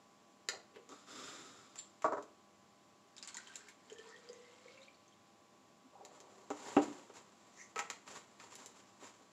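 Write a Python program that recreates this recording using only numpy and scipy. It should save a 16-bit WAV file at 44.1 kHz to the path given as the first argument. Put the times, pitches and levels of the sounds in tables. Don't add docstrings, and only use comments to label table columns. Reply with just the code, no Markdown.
import sys
import numpy as np
from scipy import signal
from scipy.fft import rfft, irfft
from scipy.io import wavfile

SR = 44100
rng = np.random.default_rng(int(sys.argv[2]) if len(sys.argv) > 2 else 0)


def store_pcm(level_fs):
    pcm = np.round(np.clip(level_fs, -1, 1) * 32767).astype(np.int16)
    wavfile.write(sys.argv[1], SR, np.atleast_2d(pcm).T)


N = 411001
TIME = np.arange(N) / SR

POUR_START_S, EMPTY_AIR_M, FILL_M_PER_S, SOUND_M_PER_S = 3.2, .1175, 0.02665, 343
PLUNGE_DEPTH_M, PLUNGE_SPREAD_M = .0175, .0012
CUSHION_DB_PER_M, PLINK_CYCLES_PER_M = 178, 130
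FROTH_START_HZ, FROTH_FALL_HZ_PER_M = 4940, 34000

# time in seconds, strength in dB.
STREAM = [(3.15, -28), (3.29, -2.5), (3.69, 2.5), (3.745, -20), (3.86, -5.5), (3.915, 0), (4.84, -0.5),
          (4.98, -22), (5.299, -28)]
# start in seconds, level in dB, pitch in Hz.
DROPS = [(3.166, -43.5, 5060), (3.181, -40.5, 3720), (3.2269, -35.5, 4830), (3.248, -44, 6700),
         (3.275, -35, 7950), (3.2876, -38.5, 4400), (3.3449, -36, 6600), (3.369, -32, 7000),
         (3.381, -46, 1450), (3.4718, -41.5, 3100), (3.556, -37, 7660), (3.685, -42.5, 2210),
         (3.899, -42.5, 3070), (3.928, -46, 6600), (3.984, -43.5, 3100), (4.163, -48.5, 3220),
         (4.289, -43, 4860), (4.33, -45, 6470), (4.774, -50, 2670), (4.817, -48, 3700), (4.83, -49, 4100),
         (4.945, -55, 4430), (5.08, -53, 6300), (5.124, -53.5, 3170)]
# start in seconds, level in dB, pitch in Hz.
GULPS = [(3.35, -55.5, 923), (3.918, -48, 440), (3.99, -52, 450), (4.296, -47, 475), (4.324, -55, 470),
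         (4.656, -57, 477), (5.842, -62, 262), (5.953, -56.5, 800), (6.008, -53.5, 767)]
# start in seconds, level in dB.
AIR_PINGS = [(3.384, -52), (3.5, -53), (3.998, -54.5), (4.124, -55.5), (4.143, -54), (4.682, -53.5),
             (4.777, -58), (4.882, -53.5)]
# start in seconds, level in dB,
# extra dB for the sharp tick, extra dB for the deep ring.
JUG_HITS = [(0.892, -47.5, 1, -6), (0.918, -49, -24, 3), (6.504, -27.5, -13.5, -4),
            (6.7663, -16.5, -26, 4.5), (7.097, -43.5, -14, -33), (9.024, -42.5, -21, -19),
            (9.207, -56, -21, 2.5)]
# start in seconds, level in dB, pitch multiplier.
BOTTLE_HITS = [(2.0433, -20.5, 1.04), (2.0521, -26.5, 1.0), (2.059, -26.5, 1.04), (2.079, -32.5, 1.0),
               (2.122, -28.5, 0.92), (2.133, -32, 1.03), (2.17, -35.5, 0.93), (2.18, -35.5, 0.92)]
# start in seconds, level in dB,
# extra dB for the hollow jug, extra dB for the bright ring.
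CLICKS = [(0.4872, -25, -15.5, 8.5), (1.757, -43.5, -7, -15), (2.0209, -43.5, -1.5, -11),
          (2.225, -48, -17, -17), (3.557, -37.5, -36, -15), (3.688, -51, -43, -15), (6.05, -42.5, -30, -5),
          (6.203, -45.5, -13, -12), (7.7597, -39.5, 5.5, 1), (7.7794, -38.5, 3, -12),
          (7.791, -28.5, 0, -23), (7.901, -30.5, -5, -6), (8.077, -50.5, 7, 5), (8.399, -50.5, 4, 6),
          (8.554, -39.5, -47, -16), (8.66, -39, -41, -21)]
# start in seconds, level in dB, whether it drops into its seat.
NECK_HITS = [(7.761, -39.5, False), (7.7912, -38, True)]
# pitch in Hz, seconds to fade 60 dB, dB on the rim, dB in the seat.
NECK_NOTES = [(452, .06, 9, -7), (810, .1, -14, 4), (1298, .075, 4, 8), (1880, .04, 0, 7)]
# loudest moment in seconds, level in dB, pitch in Hz, width in Hz,
# rise and fall time in seconds.
PLASTIC_SQUEAKS = [(0.543, -50, 620, 424, 0.017), (0.761, -54.5, 1750, 2280, 0.0077),
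                   (0.769, -52.5, 408, 129, 0.015), (0.771, -67.5, 2700, 300, 0.016),
                   (0.926, -54.5, 1193, 129, 0.015), (1.789, -44.5, 7400, 550, 0.007),
                   (1.791, -48, 3620, 2930, 0.0073), (7.606, -53, 1980, 310, 0.019),
                   (7.613, -56, 6270, 1500, 0.032)]

# pitch in Hz, level in dB, seconds to fade 60 dB.
JUG_NOTES = [(172, -22, .14), (248, 0, .06), (296, 13, .095), (342, 20, .032), (425, 6, .11),
             (545, 10, .05), (615, 3, .08), (785, 8, .095), (1210, 1, .055), (2750, 3, .014)]
BUMP_NOTES = [(314, -4.5, .14), (444, 1.5, .17), (630, 7.5, .085), (783, -1.5, .06), (1090, 7, .05),
              (1380, -2, .08)]
CAP_NOTES = [(1424, -11, 0.048), (1806, 3, 0.014), (1940, 6.5, 0.012), (2880, 2.5, 0.0052),
             (4320, 10, 0.0064), (4740, 11, 0.0068), (5040, 3, 0.0046), (6960, -5, 0.0068)]

# start in seconds, seconds to reach full strength, level in dB.
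SLOSH_MOVES = [(5.93, 0.1, -66)]
DRAG_MOVES = [(0.885, 0.048, -62), (1.055, 0.15, -53.5), (1.2, 0.072, -56.5)]
SKID_MOVES = [(6.53, 0.11, -54), (6.64, 0.062, -51), (6.81, 0.023, -47), (6.85, 0.084, -58.5)]
RUB_MOVES = [(6.085, 0.065, -67.5), (6.2, 0.18, -67.5), (7.13, 0.03, -55.5), (8.06, 0.04, -56),
             (8.145, 0.02, -52.5), (8.375, 0.044, -62), (8.495, 0.024, -59.5), (8.575, 0.036, -58),
             (8.735, 0.038, -66), (8.99, 0.044, -59)]
GRIP_MOVES = [(6.67, 1.3, -68.5)]

# pitch in Hz, width in Hz, level in dB.
DRAG_NOTES = [(310, 160, 1), (1225, 80, 11), (1350, 70, 10), (3630, 300, 5), (5040, 220, 3)]
SKID_NOTES = [(533, 41, 7), (865, 310, 11)]
RUB_NOTES = [(1017, 280, 8), (1860, 36, -3)]

# frequency in Hz, relative level in dB.
SPLASH_TONE = [(290, -18), (800, -10), (5300, -4), (7160, 1.5), (9000, -11.5), (15000, -39)]
JUG_TONE = [(45, -72), (80, -45), (170, -18.5), (280, -4.5), (360, 2.5), (520, 4), (690, -6.5), (830, -1),
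            (990, -2.5), (1300, -5), (1660, -14.5), (2860, -18.5), (3500, -25), (9000, -99)]
BUMP_TONE = [(60, -50), (140, -20), (330, -24), (600, -2.5), (730, -6), (1110, -3), (1850, -18.5),
             (3000, -37.5), (7400, -33), (11000, -71)]
CAP_TONE = [(150, -26), (500, -5.5), (1150, -58), (1500, -22.5), (2000, -14.5), (3300, -11.5),
            (4760, -12.5), (6050, -6.5), (7060, -5), (8700, -17.5), (15000, -35.5)]
NECK_TONE = [(60, -83.5), (170, -9), (480, -26), (620, -7), (820, -1), (1300, 0.5), (1480, -4.5),
             (1900, -2.5), (2600, -2), (5200, -40)]
SNAP_TONE = [(2000, -40), (9000, 21), (15000, 5)]
SCRAPE_TONE = [(50, -22), (130, -6.5), (450, -1), (750, -6), (2200, -5), (5500, -7), (7200, -3),
               (8600, -12.5), (15000, -32.5)]
KITCHEN_TONE = [(60, -21.5), (92, -8), (150, -11.5), (225, -4), (480, -10), (1150, -12), (1640, -16.5),
                (7000, -20), (9000, -27), (15500, -38)]
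MIC_TONE = [(80, 1), (6500, -3.5), (7400, 2), (7800, -2), (8300, -9.5), (10000, -5.5), (15500, -6.5)]

# pitch in Hz, level in dB.
HUM_NOTES = [(199.2, -78.5), (339.1, -80), (597.5, -78.5), (683.7, -80.5), (796.7, -77), (1023, -75.5),
             (1136, -74.5)]
# frequency in Hz, seconds to fade 60 dB.
ECHO_FADE = [(100, 0.5), (300, 0.43), (1000, 0.33), (3000, 0.33), (7000, 0.27), (14000, 0.2)]


def bottle(column_db=-73, gurgle_db=-63.7, shallow_db=-22, damping_db_per_m=130):
    hz = column_hz(TIME)
    bubbles = grains(per_s=200, spread_db=2) * amp(6 * np.tanh(2 * drift(24)))
    column = unit(resonate(resonate(bubbles, hz, 130), hz, 420))
    neck_hz = 445 * (hz / 1790) ** 0.76
    gulps = grains(per_s=300, spread_db=1.5)
    gurgle = unit(resonate(resonate(gulps, neck_hz, 24), neck_hz, 95))
    extra_depth = depth(TIME) - PLUNGE_DEPTH_M
    shallow = (1 - np.tanh(extra_depth / PLUNGE_SPREAD_M)) / 2
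    gurgle *= flow() * amp(shallow_db * shallow - damping_db_per_m * np.maximum(extra_depth, 0))
    return flow() * (amp(column_db) * column + amp(gurgle_db) * gurgle)


def splashes(tick_db=-15, bubble_db=-14, droplet_db=-21, scatter_s=0.0123, droplets=6):
    out = np.zeros(N)
    for s, db, hz in DROPS:
        cycles = 3 + PLINK_CYCLES_PER_M * depth(s)
        add(out, s, amp(db + bubble_db) * bubble(hz, cycles, glide=0.018))
        wet_db = db - CUSHION_DB_PER_M * depth(s)
        add(out, s, amp(wet_db + tick_db) * crack(SPLASH_TONE, fade_s=0.0066, shiver_gain=10))
        for wait, pitch in rng.random((droplets, 2)):
            droplet = bubble(1450 * 5.71 ** pitch, cycles=2.2, glide=0.035)
            add(out, s + scatter_s * wait, amp(wet_db + droplet_db - 11.5 * wait) * droplet)
    for s, db, hz in GULPS:
        add(out, s, amp(db) * bubble(hz, cycles=4.2, glide=0.02))
    return out


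def spatter(level_db=-63, uneven_db=3, count=24):
    bubbles = swarm(np.geomspace(950, 8200, count), per_s=1500 / count, spread_db=3, cycles=1.6, glide=.02)
    return bubbles * flow() * amp(level_db - CUSHION_DB_PER_M * depth(TIME) + uneven_db * drift(30))


def froth(count=900, level_db=-77, spread_db=2.5, spread_octaves=.42):
    out = np.zeros(N)
    stream = flow() * amp(6 * drift(14))
    for filled, pitch, strength in zip(np.sqrt(rng.random(count)), *rng.standard_normal((2, count))):
        s = POUR_START_S + (STREAM[-1][0] - POUR_START_S) * filled
        hz = (FROTH_START_HZ - FROTH_FALL_HZ_PER_M * depth(s)) * 2 ** (spread_octaves * pitch)
        gain = amp(level_db + spread_db * strength) * filled * np.sqrt(stream[round(s * SR)])
        add(out, s, gain * bubble(hz, cycles=2.4, glide=0.017))
    return out


def pings(ping_db=-3):
    out = np.zeros(N)
    for s, db in AIR_PINGS:
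        add(out, s, amp(db + ping_db) * bubble(column_hz(s), cycles=8.6, glide=0.004))
    return out


def slosh():
    laps = swarm(np.geomspace(380, 1100, 10), per_s=52, spread_db=-0.5, cycles=1.45, glide=0.035)
    return laps * strokes(SLOSH_MOVES, sharpness=0.24)


def bubble(hz, cycles, glide):
    turns = np.arange(6 * cycles * SR / hz) * hz / SR
    swell = (1 - np.exp(-turns / 2)) * np.exp(-turns / cycles)
    rising_hz = hz * (1 + glide * np.tanh(turns / cycles / 2))
    return blow(swell * np.sin(2 * np.pi * np.cumsum(rising_hz) / SR))


def swarm(pitches_hz, per_s, spread_db, cycles, glide):
    return unit(sum(signal.oaconvolve(grains(per_s, spread_db), bubble(hz, cycles, glide))[:N]
                    for hz in pitches_hz))


def flow():
    s, db = np.transpose(STREAM)
    return np.interp(TIME, s, amp(db), left=0, right=0)


def depth(s):
    return FILL_M_PER_S * (np.clip(s, POUR_START_S, STREAM[-1][0]) - POUR_START_S)


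def column_hz(s):
    return SOUND_M_PER_S / (2 * (EMPTY_AIR_M - depth(s)))


def jug(body_db=-9, ring_db=-7.5, tick_db=-9):
    out = np.zeros(N)
    for s, db, sharp_db, deep_db in JUG_HITS:
        add(out, s, amp(db + body_db) * crack(JUG_TONE, fade_s=0.013, shiver_gain=12))
        add(out, s, amp(db + deep_db + ring_db) * ring(JUG_NOTES, rise_cycles=1.7))
        add(out, s, amp(db + sharp_db + tick_db) * crack(CAP_TONE, fade_s=0.049, shiver_gain=1))
    return out


def bumps(body_db=-9, ring_db=-9.5):
    out = np.zeros(N)
    for s, db, pitch in BOTTLE_HITS:
        add(out, s, amp(db + body_db) * crack(BUMP_TONE, fade_s=0.011, shiver_gain=3.9))
        add(out, s, amp(db + ring_db) * ring(BUMP_NOTES, rise_cycles=0.6, pitch=pitch))
    return out


def cap(click_db=-12, ring_db=-17, neck_db=-8):
    out = np.zeros(N)
    for s, db, hollow_db, bright_db in CLICKS:
        add(out, s, amp(db + click_db) * crack(CAP_TONE, fade_s=0.0029, shiver_gain=5.4))
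        add(out, s, amp(db + bright_db + ring_db) * ring(CAP_NOTES, rise_cycles=2.9))
        add(out, s, amp(db + hollow_db + neck_db) * crack(NECK_TONE, fade_s=0.0057, shiver_gain=8.9))
        snap_db = -62 + 0.49 * (db - hollow_db)
        add(out, s, amp(snap_db) * crack(SNAP_TONE, fade_s=0.0019, shiver_gain=2.3))
    return out


def neck():
    out = np.zeros(N)
    for s, db, seated in NECK_HITS:
        notes = [(hz, seat_db if seated else rim_db, fade_s) for hz, fade_s, rim_db, seat_db in NECK_NOTES]
        add(out, s, amp(db) * ring(notes, rise_cycles=4))
    return out


def crack(tone, fade_s, shiver_gain):
    t = np.arange(SR // 2) / SR
    click = 1. * (t == 0)
    spectrum = rfft(rng.standard_normal(len(t)) * np.exp(-t / fade_s))
    even_noise = irfft(spectrum / abs(spectrum), len(t))
    shiver = even_noise * np.exp(-t / fade_s / 10)
    return blow(blow(tint(click, tone)) + shiver_gain * blow(tint(shiver, tone)))


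def ring(notes, rise_cycles, pitch=1):
    t = np.arange(SR // 2) / SR
    out = np.zeros(len(t))
    for hz, db, fade_s in notes:
        swell = 1 - np.exp(-hz * t / rise_cycles)
        out += amp(db - 60 * t / fade_s) * swell * np.sin(2 * np.pi * hz * pitch * t)
    return blow(out)


def squeaks():
    out = np.zeros(N)
    t = np.arange(-SR // 4, SR // 4) / SR
    for s, db, hz, width, span_s in PLASTIC_SQUEAKS:
        tone = resonate(resonate(rng.standard_normal(len(t)), hz, width), hz, width)
        swell = np.exp(-abs(t) / span_s)
        add(out, s + t[0], amp(db) * unit(tone * swell) * np.sqrt(np.mean(swell ** 2)))
    return out


def friction(stroke, notes, slips_per_s, spread_db, uneven_db, wander=0.008):
    slips = tint(grains(slips_per_s, spread_db), SCRAPE_TONE)
    ringing = sum(amp(db) * resonate(slips, hz * (1 + wander * drift(18)), width)
                  for hz, width, db in notes)
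    return unit(slips + ringing) * amp(uneven_db * drift(70)) * stroke


def strokes(moves, sharpness):
    power = np.zeros(N)
    for s, rise_s, db in moves:
        age = np.maximum(TIME - s, 0) / rise_s
        power += (amp(db) * (age * np.exp(1 - age)) ** sharpness) ** 2
    return np.sqrt(power)


def kitchen(air_db=-66.5, hum_db=-1):
    air = amp(air_db) * unit(tint(rng.standard_normal(N), KITCHEN_TONE))
    hum = np.zeros(N)
    for hz, db in HUM_NOTES:
        gain = amp(db + hum_db + 0.38 * drift(13))
        hum += gain * np.sin(2 * np.pi * np.cumsum(hz + 2.47 * drift(25)) / SR)
    return air + np.sqrt(2) * hum


def room(x, early_db=3, early_fade_s=0.01):
    t = np.arange(SR * 2 // 3) / SR
    echoes = rng.standard_normal(len(t)) * (rng.random(len(t)) < .15) * (t > .003)
    echoes *= 1 + amp(early_db) * np.exp(-t / early_fade_s)
    hz, age, bands = signal.stft(echoes, SR, nperseg=256)
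    fade = amp(-60 * age / read(ECHO_FADE, hz)[:, None])
    tail = signal.istft(bands * fade, SR, nperseg=256)[1]
    return signal.oaconvolve(x, tail / np.linalg.norm(tail))[:N]


def amp(db):
    return 10 ** (np.asarray(db) / 20)


def unit(x):
    return x / np.sqrt(np.mean(x ** 2) + 1e-20)


def blow(x):
    return x / np.sqrt(np.sum(x ** 2) / (SR / 100) + 1e-20)


def read(curve, hz):
    row_hz, value = np.transpose(curve)
    return np.interp(np.log(hz + 1), np.log(row_hz + 1), value)


def add(mix, s, sound):
    part = mix[round(s * SR):][:len(sound)]
    part += sound[:len(part)]


def tint(x, tone, size=4096):
    hz = abs(np.fft.fftfreq(size, 1 / SR))
    log_gain = np.log(amp(np.maximum(read(tone, hz), -100)))
    response = np.exp(np.conj(signal.hilbert(log_gain)))
    taps = np.fft.ifft(response).real[:size // 2]
    return signal.oaconvolve(x, taps)[:len(x)]


def resonate(x, hz, width_hz):
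    turn = np.exp(2j * np.pi * np.cumsum(hz * np.ones(len(x))) / SR)
    decay = np.exp(-np.pi * width_hz / SR)
    return 2 * (turn * signal.lfilter([1 - decay], [1, -decay], x / turn + 1e-18)).real


def drift(per_s):
    knots = np.arange(0, N / SR + 1, 1 / per_s)
    return np.interp(TIME, knots, rng.standard_normal(len(knots)))


def grains(per_s, spread_db):
    size = amp(spread_db * np.minimum(rng.exponential(1, N), 3))
    return size * rng.choice([-1, 1], N) * (rng.random(N) < per_s / SR)


def scene():
    thuds = jug() + bumps() + neck()
    clicks = cap() + squeaks()
    drag = friction(strokes(DRAG_MOVES, sharpness=0.86), DRAG_NOTES,
                    slips_per_s=9000, spread_db=1, uneven_db=1.1, wander=0.015)
    skid = friction(strokes(SKID_MOVES, sharpness=1.48), SKID_NOTES,
                    slips_per_s=5800, spread_db=-4, uneven_db=1.5)
    hand_motion = strokes(RUB_MOVES, sharpness=1.9) + strokes(GRIP_MOVES, sharpness=1)
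    fingers = friction(hand_motion, RUB_NOTES, slips_per_s=3500, spread_db=1, uneven_db=2.5)
    rubbing = amp(2.5) * drag + amp(1.5) * skid + amp(1) * fingers
    milk = splashes() + spatter() + froth() + bottle() + pings() + amp(3) * slosh()
    echo = room(amp(-4) * milk + amp(-6.5) * thuds + amp(-2.5) * clicks + amp(-7.5) * rubbing)
    return (milk + thuds + clicks + rubbing + echo + kitchen())[None]


def record(dry, low_cut_hz=95, high_cut_hz=15700):
    bass_cut = signal.butter(N=3, Wn=low_cut_hz, btype="high", fs=SR, output="sos")
    treble_cut = signal.firwin(511, high_cut_hz, window=("kaiser", 9), fs=SR)
    coloured = signal.sosfilt(bass_cut, tint(dry[0], MIC_TONE))
    return signal.oaconvolve(coloured, treble_cut, "same")[None]


dry = scene()
out = record(dry)
store_pcm(out)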